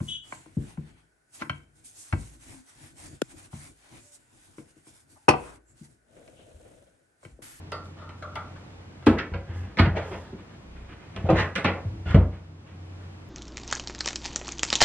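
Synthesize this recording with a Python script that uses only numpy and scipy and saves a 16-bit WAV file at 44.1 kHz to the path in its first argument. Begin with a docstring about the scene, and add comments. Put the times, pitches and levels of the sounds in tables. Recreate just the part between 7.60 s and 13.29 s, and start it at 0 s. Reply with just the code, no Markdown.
"""Light hinge clicks over a faint fan hum: a metal-framed sofa bed is being pulled out in a small room.
Four heavy clunks follow as the frame hits its stops, with rails scraping and feet rumbling between them.
Each of these blows and slips rings the same steel tubes, base and floor. The sofa is near the stereo
microphone, its metal a little to the right; the loudest clunks briefly push the gain down."""
import sys
import numpy as np
from scipy import signal
from scipy.fft import rfft, irfft, next_fast_len
from scipy.io import wavfile
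from scipy.ndimage import uniform_filter1d, minimum_filter1d, map_coordinates

SR = 44100
rng = np.random.default_rng(int(sys.argv[2]) if len(sys.argv) > 2 else 0)


def output_pcm(signal):
    """Save a mono or channel-first signal as 16-bit PCM at the path in sys.argv[1].

    Samples are clipped to [-1, 1] before scaling.
    """
    pcm = np.clip(np.atleast_2d(signal).T, -1, 1) * 32767
    wavfile.write(sys.argv[1], SR, np.round(pcm).astype(np.int16))


N = 250929

# room tone: freq_hz, density_db
AIR_SPECTRUM = [(25, -30), (60, -10), (150, -8), (300, -15.5), (500, -21.5), (900, -25), (1500, -30.5),
                (2500, -34.5), (4200, -42), (7000, -48), (9500, -55), (12500, -72), (14500, -81.5)]
# stereo width of the room tone: freq_hz, side_gain_db
AIR_WIDTH = [(70, -23.5), (150, -16.5), (300, -6), (500, -2.5), (2500, 3), (4200, 5.5), (9000, 5.5),
             (13000, 19.5)]
# decay of the small room: freq_hz, t60_s
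ROOM_DECAY = [(60, 0.85), (200, 0.47), (700, 0.49), (2000, 0.31), (4500, 0.22), (10000, 0.25)]
# tones of the fan: pitch_hz, relative_db
FAN_TONES = [(90.6, -0.5), (119, -20), (157, -13), (221, -35.5), (271, -23), (312, -17.5)]
# fan hum before, midway through and after the move: time_s, relative_db
FAN_LEVELS = [
    [(0.0, -41), (0.2, -41.5), (0.75, -45), (1.0, -47), (1.09, -56), (1.21, -45.5), (1.32, -55), (1.4, -51)],
    [(2.85, -54), (3.434, -62), (3.5, -48.5)],
    [(4.83, -44), (4.9, -38), (5.0, -42), (5.06, -58), (5.12, -42.5), (5.25, -40), (5.69, -47)],
]

# ringing of floor, base and steel tubes: pitch_hz, relative_db, t60_s (capped in tap_responses)
FRAME_MODES = [ (63, -7, 0.6), (90.1, -7.5, 0.37), (174.7, -15, 0.19), (230.8, -14.5, 0.13),
               (280.6, -14, 0.14), (323.5, -18.5, 0.34), (422, -18, 0.16), (495, -24.5, 0.16),
               (548, -23.5, 0.27), (660.6, -22, 0.3), (812, -25.5, 0.31), (963, -30.5, .3),
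               (1035, -27, 0.26), (1222, -29.5, 0.37), (1412, -32.5, 0.33), (1660, -32.5, 0.37),
               (1812, -27.5, 0.27), (1980, -29, 0.34), (2070, -28, 0.37), (2200, -28.5, 0.16),
               (2440, -29, 0.084), (2756, -23, 0.068), (3086, -25, 0.07)]
# ringing of the hinge bar: pitch_hz, relative_db, t60_s
HINGE_MODES = [ (599, -18, 0.39), (645, -10, 0.088), (896, -14, 0.23), (974, -22.5, 0.42),
               (1214, -15, 0.36), (1353, -11, 0.34), (1505, -22, 0.17), (1826, -15.5, 0.33),
               (2010, -19, 0.2), (2250, -20, .15), (2670, -12.5, 0.14), (2990, -17, 0.16), (4200, -18, .16)]
# ringing of the hinge spring: pitch_hz, relative_db, t60_s
SPRING_MODES = [(4484, 6, 0.3), (4840, -3, .26), (5000, 1.5, 0.26)]
# tone colour of the sofa's ringing: freq_hz, density_db
RING_SPECTRUM = [(25, -35), (45, -22), (90, -1.5), (130, -3.5), (280, -15.5), (500, -15), (900, -20),
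                 (1400, -22), (2500, -23.5), (3300, -30), (4200, -41), (5500, -50), (7000, -55),
                 (10000, -65), (14000, -88)]
# rustle of the cover: freq_hz, density_db
CLOTH_SPECTRUM = [(2000, -24), (5000, 8.5), (9000, 0), (12500, -9.5), (15000, -11)]
# tick of a catch: freq_hz, density_db
SNAP_SPECTRUM = [(1200, -23), (3000, 13.5), (5500, 0.5), (7300, -8), (8900, -1.5), (11000, -13),
                 (13000, -15.5), (15000, -14)]
# stereo width of the sofa at the microphone: freq_hz, side_gain_db
SOFA_WIDTH = [(60, -47), (160, -35), (300, -22), (500, -17), (900, -10.5), (2500, -8), (3300, -1),
              (4200, 4), (7000, 9)]

# the cover is drawn along: start_s, length_s, level_db
RUSTLES = [(0.219, 0.14, -71.5), (0.559, 0.12, -76), (1.923, 0.18, -67), (2.40, 0.36, -65),
           (3.81, 0.13, -69.5)]
# upholstery brushes the frame: start_s, length_s, level_db
BRUSHES = [(2.77, 0.051, -54.5), (2.88, 0.082, -58.5), (3.13, 0.16, -54), (3.28, 0.075, -49.5),
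           (3.36, 0.23, -54), (4.71, 0.09, -52.5), (5.05, 0.11, -56.5), (5.37, 0.097, -62)]
# the hinge starts to turn: start_s, level_db, bright_db, drag_db
HINGE_CLICKS = [(0.119, -32.5, -38, -43), (0.491, -46.5, -57, -56), (0.623, -38.5, -51, -45),
                (0.755, -34, -45.5, -45), (0.959, -50, -59, -61), (1.423, -53, -65, -69)]
# the frame glides on its rails: start_s, length_s, rails_db, feet_db, base_db, clank_db, hiss_db
SLIDES = [(1.85, 0.31, -49, -30.5, -43, -49, -62.5), (2.40, 0.14, -44.5, -43, -48, -38.5, -53.5),
          (2.50, 0.082, -40.5, -36, -38.5, -35.5, -50), (2.56, 0.21, -53, -45.5, -51, -56, -59),
          (3.53, 0.18, -51, -35, -41.5, -48.5, -63), (3.72, 0.15, -38.5, -28.5, -35.5, -41, -53),
          (4.08, 0.12, -53, -48, -39, -43.5, -59.5), (4.29, 0.17, -70, -35.5, -45, -66, -78.5),
          (4.452, 0.1, -35, -33.5, -38, -43.5, -46)]
# a rail binds: start_s, length_s, rail_db, weight_db, resonance_hz, resonance_db
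SCRAPES = [(1.569, 0.019, -39, -51, 1740, -34.5), (2.345, 0.051, -33.5, -32, 594, -29),
           (3.645, 0.035, -48.5, -44, 610, -36.5), (3.745, 0.079, -26.5, -30, 1880, -29.5)]
# a foot bumps the floor: start_s, level_db, pitch_hz
THUDS = [(1.715, -27, 143), (1.886, -34.5, 130), (2.266, -19.5, 156), (2.304, -31, 121),
         (2.724, -38.5, 284), (2.777, -46.5, 226), (3.641, -29, 151), (3.727, -21, 183), (4.247, -32, 130),
         (4.456, -25.5, 149), (4.496, -23, 130.6)]
# a catch snaps over a steel edge: start_s, level_db, top_hz
SNAPS = [(0.119, -41, 12000), (0.256, -57, 12000), (0.491, -54, 9000), (0.624, -55, 8940),
         (0.755, -43, 15000), (1.463, -39, 13000), (1.468, -32.5, 9600), (1.586, -40, 6000),
         (2.195, -41, 11000), (3.563, -46.5, 9600), (3.702, -43.5, 10000), (3.954, -38.5, 10000),
         (3.960, -34, 9800), (4.044, -38.5, 9000)]
# loose joints take up their play: start_s, steel_db, weight_db, crack_db, top_hz
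CLACKS = [(1.464, -27.5, -26, -40.5, 16030), (1.524, -51, -37, -52, 7100), (1.584, -27.5, -53, -38, 5667),
          (1.736, -36, -34.5, -47.5, 5060), (2.170, -32.5, -35.5, -43.5, 6950),
          (2.185, -21, -30, -30, 4880), (2.250, -34.5, -32, -44, 5000), (3.561, -40, -41.5, -52, 12000),
          (3.701, -34, -29.5, -43.5, 11000), (3.953, -27.5, -34.5, -42.5, 11000),
          (3.977, -33.5, -36.5, -42, 9000), (4.044, -23.5, -26, -33, 6000), (4.051, -29, -32, -36, 4600),
          (4.074, -32, -32.5, -46, 4500), (4.550, -39, -26, -46.5, 5000)]
# a base panel gives under a blow: start_s, pitch_hz, level_db, t60_s
JOLTS = [(1.468, 300, -6, 0.15), (1.471, 231, -9.5, 0.18), (2.198, 124.3, -11, 0.08),
         (2.201, 341, -16, 0.12), (2.269, 137, -12, 0.092), (2.726, 383, -34, 0.14), (3.642, 102, -18, 0.1),
         (3.689, 514, -11, .087), (3.692, 767, -17, 0.15), (3.699, 131, -11, 0.085),
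         (3.724, 172.5, -12.5, 0.12), (3.747, 85, -16.5, 0.18), (4.048, 133, -16, 0.076),
         (4.250, 110.8, -23.5, 0.25), (4.546, 147, 2.5, 0.05), (4.556, 378, -24, 0.26),
         (4.572, 172, -14.5, 0.13)]
# the frame hits a stop: start_s, chatter_s, knock_hz, knock_db, boom_db, clank_db, steel_db, crack_db
CLUNKS = [ (1.467, 0.002, 376, -13, -21, -20, -26, -37),
          (2.194, 0.0025, 281, -16, -13.5, -25.5, -26.5, -36.5),
          (3.688, 0.00717, 603, -23, -21, -24, -35, -60), (4.543, 0.0015, 174.4, -10, -7, -22.5, -31, -43)]

# bands of floor boom, rail clank, steel ring and edge crack: low_hz, high_hz
FLOOR_HZ, CLANK_HZ, STEEL_HZ, EDGE_HZ = (55.5, 132.4), (409, 965), (1222, 3513), (3044, 23000)
PIN_HZ, PIN_WIDTH_HZ = 1280, 360  # resonance of the dragging hinge pin


def amp(db):
    """Decibels to gain."""
    return 10 ** (np.asarray(db) / 20)


def unit(x):
    """Scale to rms 1."""
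    return x / np.sqrt(np.mean(x ** 2) + 1e-20)


def along(points, hz):
    """Read (freq_hz, value) points on a log frequency axis."""
    freqs, values = np.transpose(points)
    return np.interp(np.log(hz + 1), np.log(freqs + 1), values)


def wobble(rate_hz, size=N):
    """A smooth random curve with rate_hz knots a second."""
    knots = rng.standard_normal(int(size * rate_hz / SR) + 4)
    return map_coordinates(knots, [np.arange(size) * rate_hz / SR])


def filtered(x, response):
    """Shape x by a gain that depends on frequency."""
    n = x.shape[-1]
    padded = next_fast_len(n + 8192)
    return irfft(rfft(x, padded) * response(np.fft.rfftfreq(padded, 1 / SR)), padded)[..., :n]


def noise(spectrum, size):
    """Mid and side noise with the given spectrum."""
    return filtered(rng.standard_normal((2, size)), lambda hz: amp(along(spectrum, hz)))


def add(track, start_s, sound):
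    """Mix a sound into the track."""
    part = track[:, max(round(start_s * SR), 0):][:, :sound.shape[1]]
    part += sound[:, :part.shape[1]]


def stereo(pair, width):
    """Left and right from mid and side: narrow bass, very wide treble."""
    side = filtered(pair[1], lambda hz: amp(along(width, hz)))
    return np.array([pair[0] + side, pair[0] - side])


def room_tone(level_db=-48, drift_db=0.8):
    """Soft, nearly even air noise and hiss all around the microphone."""
    air = unit(noise(AIR_SPECTRUM, N))
    return stereo(air * amp(level_db + drift_db * wobble(3.82)), AIR_WIDTH)


def fan(trim_db=-1, waver_db=1.0, drift_rad=0.65):
    """A fan in the background hums in a few slightly unsteady low tones."""
    t, hum = np.arange(N) / SR, np.zeros(N)
    for hz, db in FAN_TONES:
        gain = amp(db - waver_db * wobble(2.76))
        hum += gain * np.sin(2 * np.pi * hz * t + drift_rad * wobble(2.84))
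    times, levels_db = np.concatenate(FAN_LEVELS).T
    return amp(trim_db + np.interp(t, times, levels_db)) * unit(hum)


def floor_sway(start_s=2.99, peak_s=3.2, stop_s=3.36, level_db=-41, waver_rad=0.5):
    """The floor sways softly in its two lowest modes as weight shifts on it."""
    t = np.arange(N) / SR
    sway = sum(amp(db) * np.sin(2 * np.pi * hz * t + waver_rad * wobble(25))
               for hz, db in [(32, -7), (60.8, 0)])
    return amp(level_db) * unit(sway) * np.interp(t, [start_s, peak_s, stop_s], [0, 1, 0])


def tap_responses(mode_table, count, direct_db=2, direct_t60_s=0.032, room_db=-3, scatter_db=3,
                  attack_s=0.001, detune=0.0064):
    """Mid and side ringing of a part after one tap, new for each point of contact."""
    t = np.arange(int(.45 * SR)) / SR
    hz, db, t60 = np.transpose(mode_table)[:, :, None]
    t60 = np.minimum(t60, .42)  # each ringing tone dies away within 0.42 s
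    decays = amp(db + along(RING_SPECTRUM, hz) - 60 * t / t60)
    envelope = (1 - np.exp(-t / attack_s)) ** 2 * np.minimum(10 * (1 - t / t[-1]), 1)
    for _ in range(count):
        # each contact rings at slightly different, random pitches
        shifted_hz = hz * (1 + detune * rng.standard_normal(hz.shape))
        modes = decays * np.sin(2 * np.pi * shifted_hz * t)
        weights = amp(scatter_db * rng.standard_normal((2, len(mode_table))))
        weights[1] *= rng.choice([-1, 1], len(mode_table))
        # countless short-lived modes give the crack; the room holds each band a little longer
        band_hz, age, bands = signal.stft(noise(RING_SPECTRUM, len(t)), SR, nperseg=512)
        direct = amp(direct_db - 60 * age / direct_t60_s)
        room = amp(room_db - 60 * age / along(ROOM_DECAY, band_hz)[:, None])
        dense = signal.istft(bands * (direct + room), SR, nperseg=512)[1][:, :len(t)]
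        yield (weights @ modes + dense) * envelope


def contacts(events, modes=FRAME_MODES):
    """Pair each event with the response of its own point of contact."""
    return zip(events, tap_responses(modes, len(events)))


def blow(chatter_s, rattle, rebounds=8):
    """Force of one hard contact and a few rebounds of the loose joints."""
    force = np.zeros(int(chatter_s * SR) + 2)
    force[(rng.random(rebounds) * len(force)).astype(int)] = rattle * rng.standard_normal(rebounds)
    force[0] = 1
    return force


def stroke(length_s, peak_share=0.17, slips_per_s=900, spread_db=4, swell=0.63):
    """Force of surfaces that catch and slip at random, harder as they move faster."""
    t = np.arange(SR // 2) / SR
    speed = np.interp(t, [0, peak_share * length_s, length_s], [0, 1, 0])
    slips = (rng.random(len(t)) < slips_per_s / SR) * rng.choice([-1, 1], len(t))
    force = slips * amp(spread_db * rng.standard_normal(len(t))) * speed ** swell
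    return force[t < length_s]


def grate(rise_s, length_s, hz, width_hz, rough_db=2):
    """Where a joint drags, its fast slips feed one resonance of the tube."""
    t = np.arange(SR // 2) / SR
    slips = rng.standard_normal((2, len(t))) * amp(rough_db * wobble(94, len(t)))
    ring = unit(filtered(slips, lambda f: 1 / (1 + (2 * (f - hz) / width_hz) ** 4)))
    return ring * np.interp(t, [0, rise_s, length_s], [0, 1, 0])


def shake(force, response, levels_db, knock_hz=230, knock_span=1.41, top_hz=EDGE_HZ[1]):
    """A force shakes floor, base, rails, tubes and sharp edges; levels_db lists them in that order."""
    motion = signal.fftconvolve(force[None], response, axes=1)
    base_hz = (knock_hz / knock_span, knock_hz * knock_span)
    sound = np.zeros_like(motion)
    for band, db in zip([FLOOR_HZ, base_hz, CLANK_HZ, STEEL_HZ, (EDGE_HZ[0], top_hz)], levels_db):
        bandpass = signal.butter(3, np.minimum(band, .49 * SR), 'bandpass', fs=SR, output='sos')
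        part = signal.sosfilt(bandpass, motion)
        peak_rms = np.sqrt(uniform_filter1d(part[0] ** 2, SR // 50).max())  # loudest 20 ms
        sound += amp(db) * part / peak_rms
    return sound


def rustles(peak_share=0.26, grain_db=2.3, grains_per_s=500):
    """Threads of the cover catch and slip in a fine, high rustle that swells and fades."""
    track, t = np.zeros((2, N)), np.arange(SR // 2) / SR
    for start, length, db in RUSTLES:
        threads = noise(CLOTH_SPECTRUM, len(t)) * amp(grain_db * wobble(grains_per_s, len(t)))
        envelope = np.interp(t, [0, peak_share * length, length], [0, 1, 0])
        add(track, start, amp(db) * unit(threads) * envelope)
    return track


def brushes(balance_db=(0, -4, -7, 0, -12)):
    """Upholstery strokes the frame with hardly any weight behind it."""
    track = np.zeros((2, N))
    for (start, length, db), response in contacts(BRUSHES):
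        add(track, start, shake(stroke(length), response, db + np.array(balance_db)))
    return track


def hinge_rub(start_s=0.36, length_s=0.11, levels_db=(-68, -70, -52, -52, -59), drag_db=-49):
    """Between its clicks the hinge turns once with a faint rub."""
    track = np.zeros((2, N))
    add(track, start_s, shake(stroke(length_s), next(tap_responses(HINGE_MODES, 1)), levels_db))
    pin = grate(rise_s=0.061, length_s=0.21, hz=PIN_HZ, width_hz=PIN_WIDTH_HZ)
    add(track, start_s, amp(drag_db) * pin)
    return track


def spring_ping(start_s=0.12, level_db=-55, waver_rad=0.87):
    """The first click frees a small spring, which rings high and briefly."""
    track, t = np.zeros((2, N)), np.arange(SR // 2) / SR
    for hz, db, t60 in SPRING_MODES:
        phase = 2 * np.pi * (hz * t + rng.random((2, 1))) + waver_rad * wobble(170, len(t))
        add(track, start_s, amp(level_db + db - 60 * t / t60) * np.sin(phase))
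    return track


def hinge_clicks(balance_db=(-29, -31, -4, -1), damping_db=-1):
    """The hinge lets go with a click, its tones damped by the greased pin, which then drags briefly."""
    track = np.zeros((2, N))
    damped = [(hz, db + damping_db, t60) for hz, db, t60 in HINGE_MODES]
    for (start, db, bright_db, drag_db), response in contacts(HINGE_CLICKS, damped):
        levels = [*(db + np.array(balance_db)), bright_db]
        add(track, start, shake(blow(chatter_s=0.002, rattle=0.4), response, levels, knock_hz=305))
        pin = grate(rise_s=0.019, length_s=0.18, hz=PIN_HZ, width_hz=PIN_WIDTH_HZ)
        add(track, start, amp(drag_db) * pin)
    return track


def slides(knock_hz=260, knock_span=1.54):
    """The feet rumble on floor and base while the rails clank and hiss."""
    track = np.zeros((2, N))
    for (start, length, rails, feet, base, clank, hiss), response in contacts(SLIDES):
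        levels = [feet, base, clank, rails, hiss]
        add(track, start, shake(stroke(length), response, levels, knock_hz, knock_span))
    return track


def scrapes(boom_db=-1, base_db=-4, hiss_db=-9.5, peak_share=0.55, linger_s=0.06):
    """A binding rail slips harder and harder and sings in a broad resonance that outlasts the stroke."""
    track = np.zeros((2, N))
    for (start, length, rail, weight, hz, sing_db), response in contacts(SCRAPES):
        force = stroke(length, peak_share, slips_per_s=1800, spread_db=3, swell=0.88)
        levels = [weight + boom_db, weight + base_db, weight, rail, rail + hiss_db]
        add(track, start, shake(force, response, levels, top_hz=8000))
        add(track, start, amp(sing_db) * grate(peak_share * length, length + linger_s, hz, width_hz=450))
    return track


def thuds(balance_db=(4, 0, -20, -32, -44), tilt_db_per_octave=(-9, 0, 9, 9, 9)):
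    """Feet bump the floor softly: a deeper bump moves more floor, a higher one more metal."""
    track = np.zeros((2, N))
    typical_hz = np.median([hz for _, _, hz in THUDS])
    for (start, db, hz), response in contacts(THUDS):
        levels = db + np.array(balance_db) + np.log2(hz / typical_hz) * np.array(tilt_db_per_octave)
        add(track, start, shake(blow(chatter_s=0.00363, rattle=0.67), response, levels, hz))
    return track


def snaps(tick_t60_s=0.016, tail_db=-15, tail_t60_s=0.34, side_db=-3):
    """A catch slips off a steel edge: a very short bright tick, then a little of the room."""
    track, t = np.zeros((2, N)), np.arange(SR // 4) / SR
    fade = amp(-60 * t / tick_t60_s) + amp(tail_db - 60 * t / tail_t60_s)
    for start, db, top_hz in SNAPS:
        white = rng.standard_normal((2, len(t)))
        tick = unit(filtered(white, lambda hz: amp(along(SNAP_SPECTRUM, hz)) / (1 + (hz / top_hz) ** 10)))
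        add(track, start, amp([[db], [db + side_db]]) * tick * fade)
    return track


def clacks(boom_db=-8, clank_db=-0.5):
    """Steel rattles on steel; the more weight the joint carries, the more the base answers."""
    track = np.zeros((2, N))
    for (start, steel, weight, crack, top_hz), response in contacts(CLACKS):
        force = blow(chatter_s=0.009, rattle=0.5)
        levels = [weight + boom_db, weight, weight + clank_db, steel, crack]
        add(track, start, shake(force, response, levels, knock_hz=270, top_hz=top_hz))
    return track


def panel_jolts(rise_s=0.0028, waver_rad=0.22):
    """Struck base panels swing, heavily damped; their speed radiates straight at the microphone."""
    track, t = np.zeros((2, N)), np.arange(SR // 4) / SR
    give = 1 - np.exp(-(t / rise_s) ** 2)
    for start, hz, db, t60 in JOLTS:
        swing = np.sin(2 * np.pi * hz * t + waver_rad * wobble(119, len(t))) * amp(-60 * t / t60)
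        speed = np.gradient(swing * give, t) / (2 * np.pi * hz)
        add(track, start, amp(db) * np.outer([1, 0], speed))  # mid only
    return track


def clunks(rattle=0.2, knock_span=1.597):
    """The whole weight meets a stop and the frame rings."""
    track = np.zeros((2, N))
    for (start, chatter_s, hz, knock, boom, clank, steel, crack), response in contacts(CLUNKS):
        levels = [boom, knock, clank, steel, crack]
        add(track, start, shake(blow(chatter_s, rattle), response, levels, hz, knock_span))
    return track


def scene():
    """The sofa bed in the quiet room, its metal a little to the right of the microphone."""
    hinge = hinge_clicks() + spring_ping() + hinge_rub()
    blows = clunks() + panel_jolts() + clacks() + snaps() + thuds()
    friction = slides() + scrapes() + brushes() + rustles()
    sofa = stereo(hinge + blows + friction, SOFA_WIDTH)
    lean = [(300, 0.41), (800, 0.036), (2500, -1.4), (8000, -0.8)]  # freq_hz, left_minus_right_db
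    sofa = filtered(sofa, lambda hz: amp(np.outer([.5, -.5], along(lean, hz))))
    return sofa + floor_sway() + room_tone() + fan()


def gain_control(x, limit_db=-12, hold_s=0.37, ease_s=0.23):
    """The loudest clunks turn the gain down; it holds, then comes back."""
    level = np.sqrt(np.abs(uniform_filter1d(np.mean(x ** 2, axis=0), SR // 100)))  # 10 ms rms
    cut = np.minimum(amp(limit_db) / (level + 1e-9), 1) - 1
    half_hold = int(hold_s * SR / 2)
    held = minimum_filter1d(cut, 2 * half_hold + 1, origin=half_hold)
    step = 1 / (ease_s * SR)
    return x * (1 + signal.lfilter([step], [1, step - 1], held))


def record(dry, top_hz=15300):
    """The microphone feeds an automatic gain, clips at full scale and keeps nothing above top_hz."""
    return filtered(np.clip(gain_control(dry), -1, 1), lambda hz: hz < top_hz)


dry = scene()
out = record(dry)
output_pcm(out)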